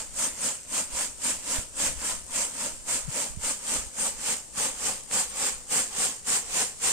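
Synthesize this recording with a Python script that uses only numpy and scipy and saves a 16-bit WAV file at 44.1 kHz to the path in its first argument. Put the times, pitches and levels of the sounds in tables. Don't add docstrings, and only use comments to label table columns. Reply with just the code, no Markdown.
import sys
import numpy as np
from scipy import signal
from scipy.fft import rfft, irfft, next_fast_len
from scipy.io import wavfile
from scipy.ndimage import uniform_filter1d, map_coordinates

SR = 44100
rng = np.random.default_rng(int(sys.argv[2]) if len(sys.argv) > 2 else 0)


def materialize(psi):
    bounded = np.clip(np.atleast_2d(psi).T, -1, 1)
    quanta = np.round(bounded * 32767).astype(np.int16)
    wavfile.write(sys.argv[1], SR, quanta)


N = 305172

# full speed reached in
# seconds, time held in seconds, mid-hold hiss level in dB, base rise in dB/s, base fall in dB/s,
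# rasp re hiss in dB, drumming re hiss in dB.
STROKES = [(-0.082, 0.058, -30.5, 60.0, 162, -7, -11), (0.193, 0.06, -26.5, 287, 190.0, -10, -14.5),
           (0.443, 0.042, -27.8, 186, 157, -8.5, -12.5), (0.745, 0.053, -27, 280.0, 220.0, -9, -13),
           (0.97, 0.06, -28.5, 225, 178, -8, -12.5), (1.251, 0.051, -26.5, 305, 168, -8.5, -14),
           (1.507, 0.058, -28, 190, 180.0, -8, -12), (1.802, 0.068, -26.5, 338, 200.0, -7.5, -12.5),
           (2.055, 0.06, -29.5, 155, 162, -8, -12), (2.357, 0.064, -27, 258, 160.0, -8.5, -12),
           (2.609, 0.044, -31, 151, 129, -7.5, -11), (2.892, 0.062, -27.5, 457, 164, -8.5, -13),
           (3.166, 0.057, -28.5, 181, 153, -8, -11.5), (3.443, 0.063, -28, 412, 203, -8.5, -13),
           (3.706, 0.053, -28, 176, 136, -8, -11.5), (4, 0.07, -27.5, 293, 195, -10, -13),
           (4.276, 0.05, -27, 171, 187, -7.5, -12), (4.582, 0.076, -26.5, 476, 186, -8, -11.5),
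           (4.853, 0.036, -27.5, 167, 139, -7.5, -11), (5.134, 0.067, -25.5, 460.0, 186, -8, -12),
           (5.429, 0.037, -26.5, 142, 147, -7, -11.5), (5.72, 0.075, -24.5, 574, 181, -8, -12.5),
           (6.01, 0.044, -25.5, 170.0, 154, -7.5, -12), (6.281, 0.086, -25.5, 588, 224, -8, -12.5),
           (6.572, 0.044, -25, 175, 165, -7, -11.5), (6.841, 0.05, -24.5, 403, 100.0, -7, -13)]


def amp(db):
    return 10 ** (np.asarray(db) / 20)


def unit(x):
    return x / np.sqrt(np.mean(x ** 2) + 1e-20)


def shape(points):
    point_hz, point_db = np.transpose(points)
    return lambda hz: amp(np.interp(np.log(hz + 1), np.log(point_hz + 1), point_db))


def curves(rows):
    knot_s, *columns = np.transpose(rows)
    t = np.arange(N) / SR
    return [np.interp(t, knot_s, column) for column in columns]


def wobble(knots_per_s):
    knots = rng.standard_normal(int(N * knots_per_s / SR) + 4)
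    return map_coordinates(knots, [np.arange(N) * knots_per_s / SR])


def filtered(x, response):
    m = next_fast_len(N + SR // 2)
    spectrum = rfft(x, m) * response(np.fft.rfftfreq(m, 1 / SR))
    return irfft(spectrum, m)[..., :N]


def sides(left_re_right_db):
    return amp(np.array([left_re_right_db / 2, -left_re_right_db / 2]))


def yard():
    # frequency in Hz, relative level in dB.
    murmur_shape = [(20, -12), (60, 9.5), (200, 2), (600, 0), (2000, -23), (6000, -2), (8000, -12.5),
                    (10000, -27), (16000, -38)]
    shared, left, right = rng.standard_normal((3, N))
    noise = 0.8 * shared + np.array([left, right])
    return amp(-54.5) * sides(np.array([1.5])) * unit(filtered(noise, shape(murmur_shape)))


def wind():
    # left level in dB, right level in dB.
    breeze_db = [-52.5, -59]
    # centre in seconds, Gaussian half length in seconds, level in dB, port (0 left, 1 right).
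    gusts = [(.25, .25, -65, 1), (.92, 0.098, -53, 1), (1.504, 0.13, -49, 1), (2.004, 0.45, -46.5, 0),
             (2.05, 0.056, -57, 1), (2.754, 0.24, -48, 1), (3.087, 0.054, -41, 0), (3.4, 0.093, -41, 1),
             (3.82, 0.083, -51, 1), (4.2, .15, -52, 1), (5.6, 0.11, -75, 1), (6.5, 0.1, -47, 1)]
    # frequency in Hz, relative level in dB.
    buffet_shape = [(10, 5.5), (30, 1.5), (60, 0.5), (110, -19.5), (200, -13), (400, -46.5)]
    # centre in seconds, level in dB, pitch at centre in Hz, Gaussian half length in seconds,
    # port (0 left, 1 right).
    puffs = [(0.935, -37, 45, .012, 1), (0.952, -40, 60, .008, 1), (1.589, -22.5, 64.6, 0.0044, 1),
             (3.059, -29.5, 30, .015, 0), (3.088, -24, 144, 0.0094, 0), (3.314, -42, 50, 0.029, 0),
             (3.308, -36, 60, .01, 1), (3.35, -43, 55, .01, 1), (3.375, -26, 131, 0.0042, 1),
             (3.388, -33.5, 81, .011, 1), (3.412, -39, 89, 0.011, 1), (3.76, -36, 45, 0.0073, 1),
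             (3.791, -32, 50, .01, 1), (3.835, -39.5, 65, 0.017, 1), (3.871, -35, 60, 0.0084, 1)]
    t = np.arange(N) / SR
    strength = np.repeat(amp(breeze_db)[:, None], N, axis=1)
    for centre_s, half_s, db, port in gusts:
        strength[round(port)] += amp(db) * np.exp(-((t - centre_s) / half_s) ** 2)
    lumps = amp(4.6 * np.array([wobble(8.8), wobble(13)]))
    buffeting = filtered(rng.standard_normal((2, N)), shape(buffet_shape))
    out = strength * unit(lumps * buffeting)
    for centre_s, db, hz, half_s, port in puffs:
        from_centre = t - centre_s
        swing = 0.3 + np.cos(2 * np.pi * hz * from_centre * (1 - 12 * from_centre))
        out[round(port)] += amp(db) * swing / 0.95 * np.exp(-(from_centre / half_s) ** 2)
    return out


def ticks():
    # start in seconds, level in dB.
    snaps = [(4.5773, -29), (5.1129, -18.5)]
    out, t = np.zeros((2, N + SR)), np.arange(200) / SR
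    for start_s, db in snaps:
        ring = np.sin(2 * np.pi * 2300 * t) * np.exp(-t / 0.00022)
        crackle = 0.1 * rng.standard_normal((2, len(t))) * np.exp(-t / 0.001)
        out[:, round(start_s * SR):][:, :len(t)] += amp(db) * (ring + crackle)
    return out[:, :N]


def hops():
    # start in seconds, level in dB.
    landings = [(.6325, -27), (6.1945, -29)]
    out, t = np.zeros(N), np.arange(100) / SR
    for start_s, db in landings:
        tick = np.sin(2 * np.pi * 7500 * t) * np.exp(-t / 0.00033)
        out[round(start_s * SR):][:len(t)] += amp(db) * tick
    return out * sides(np.array([2.5]))


def weave(hz):
    # centre in Hz, width in Hz, gain in dB.
    modes = [(271.4, 124, 0), (517, 120, 2), (912, 610, -1)]
    total = 0
    for k, (centre_hz, width_hz, db) in enumerate(modes):
        damping = 1j * hz * width_hz
        total = total + (-1) ** k * amp(db) * damping / (centre_hz ** 2 - hz ** 2 + damping)
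    return total


def drumming(knocks):
    # time in seconds, ground echo delay in ms.
    echo_delay = [(0, 2.64), (2.5, 2.59), (4.2, 2.87), (5.5, 3.08), (6.92, 3.33)]
    direct = filtered(knocks, weave)
    dull = filtered(direct, lambda hz: 1 / (1 + (hz / 1100) ** 2))
    read_at = np.arange(N) - curves(echo_delay)[0] * SR / 1000
    echo = np.array([np.interp(read_at, np.arange(N), port) for port in dull])
    return unit(direct - 0.58 * echo)


def sliding(rel_db, rise, fall, stray_db):
    # back in dB/s, out in dB/s.
    swell_db_per_s = [15, 24.5]
    t = np.arange(N // 16 + 1)[:, None] * 16 / SR
    full_s, held_s, db, up, down = np.transpose(STROKES)[:5]
    count = len(full_s)
    before_db = np.resize(rise, count) * up * np.clip(full_s - t, 0, None)
    to_mid_hold_s = np.clip(full_s + held_s / 2 - t, -held_s / 2, held_s / 2)
    swell_db = np.resize(swell_db_per_s, count) * to_mid_hold_s
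    after_db = fall * down * np.clip(t - full_s - held_s, 0, None)
    power = amp(2 * (db + rel_db - before_db - swell_db - after_db)).sum(axis=1)
    total = power + amp(2 * stray_db)
    level_db = uniform_filter1d(10 * np.log10(total), size=45, mode="nearest")
    return curves(np.c_[t, level_db, power / total])


def contacts(busy, lag_spread, mean_excess_db, count):
    # time in seconds, mean lag of the left port in samples (tray position).
    tray_lag = [(0, 2), (2.5, 4), (3.7, 4.06), (5.5, 3.77), (6.92, 5)]
    when, moving, size, sign = rng.random((count, 4)).T
    at = when * (N - 1)
    share = busy[at.astype(int)]
    strength = np.sign(sign - 0.5) * amp(-mean_excess_db * np.log(1 - size))
    force = (moving < share) * strength / np.sqrt(share)
    lag = curves(tray_lag)[0][at.astype(int)] + lag_spread * rng.standard_normal(count)
    taps = np.arange(-4, 5)
    pair = []
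    for arrival in (at + lag / 2, at - lag / 2):
        index = np.round(arrival)[:, None] + taps
        offset = index - arrival[:, None]
        pulse = force[:, None] * np.sinc(offset) * np.cos(np.pi * offset / 10) ** 2
        index = np.clip(index, 0, N - 1).astype(int)
        pair.append(np.bincount(index.ravel(), pulse.ravel(), N))
    return np.array(pair)


def patchy(x, depth_db):
    z = signal.stft(x, nperseg=512)[2]
    field = uniform_filter1d(rng.standard_normal(z.shape[1:]), size=5, axis=0)
    field = uniform_filter1d(field, size=7, axis=1)
    return signal.istft(z * amp(depth_db * unit(field)), nperseg=512)[1][:, :N]


def grain():
    # frequency in Hz, relative level in dB.
    left_hiss_shape = [(3500, -38.5), (5500, -27.5), (7000, -1), (7900, -1.5), (8600, 6.5), (9050, 3),
                       (9600, -5.5), (10400, -15.5), (12500, -18), (15000, -32)]
    right_hiss_shape = [(3500, -51.5), (5000, -19.5), (6400, -2.5), (7000, -1), (7400, 4.5), (7900, 3.5),
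                        (8500, -4.5), (9500, -12), (10500, -15), (12500, -20), (15000, -33)]
    # frequency in Hz, relative level in dB.
    rasp_shape = [(500, -22), (1000, -5), (1800, -0.5), (3000, 1.5), (3800, -2.5), (5000, 1), (7000, -7),
                  (10000, -34), (16000, -14)]
    *_, rasp_rel_db, drum_rel_db = np.transpose(STROKES)
    hiss_db, heap = sliding(0, rise=1, fall=1, stray_db=-48)
    rasp_db = sliding(rasp_rel_db, rise=[0.87, 1.04], fall=1.05, stray_db=-60)[0]
    drum_db = sliding(drum_rel_db, rise=[0.87, 0.99], fall=1.084, stray_db=-64.5)[0]
    heap_left_db, stray_left_db = -1.3, 2.5
    pan_db = heap * heap_left_db + (1 - heap) * stray_left_db
    busy = np.clip(amp(0.6 * (hiss_db + 28.5)), 0.15, 1)

    def port_response(hz):
        return np.array([shape(left_hiss_shape)(hz), shape(right_hiss_shape)(hz)])

    hits = contacts(busy, lag_spread=3.87, mean_excess_db=0.62, count=170000)
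    hiss = amp(hiss_db) * unit(filtered(hits, port_response))
    rasp = amp(rasp_db) * unit(filtered(hits, shape(rasp_shape)))
    knocks = contacts(busy, lag_spread=4.5, mean_excess_db=0.43, count=60000)
    drum = amp(drum_db) * sides(np.array([3.5])) * drumming(knocks)
    return patchy(sides(pan_db) * (hiss + rasp) + drum, depth_db=1.26)


def scene():
    return yard() + wind() + ticks() + hops() + grain()


def record(dry):
    top_hz = 15450
    return filtered(dry, lambda hz: hz < top_hz)


dry = scene()
out = record(dry)
materialize(out)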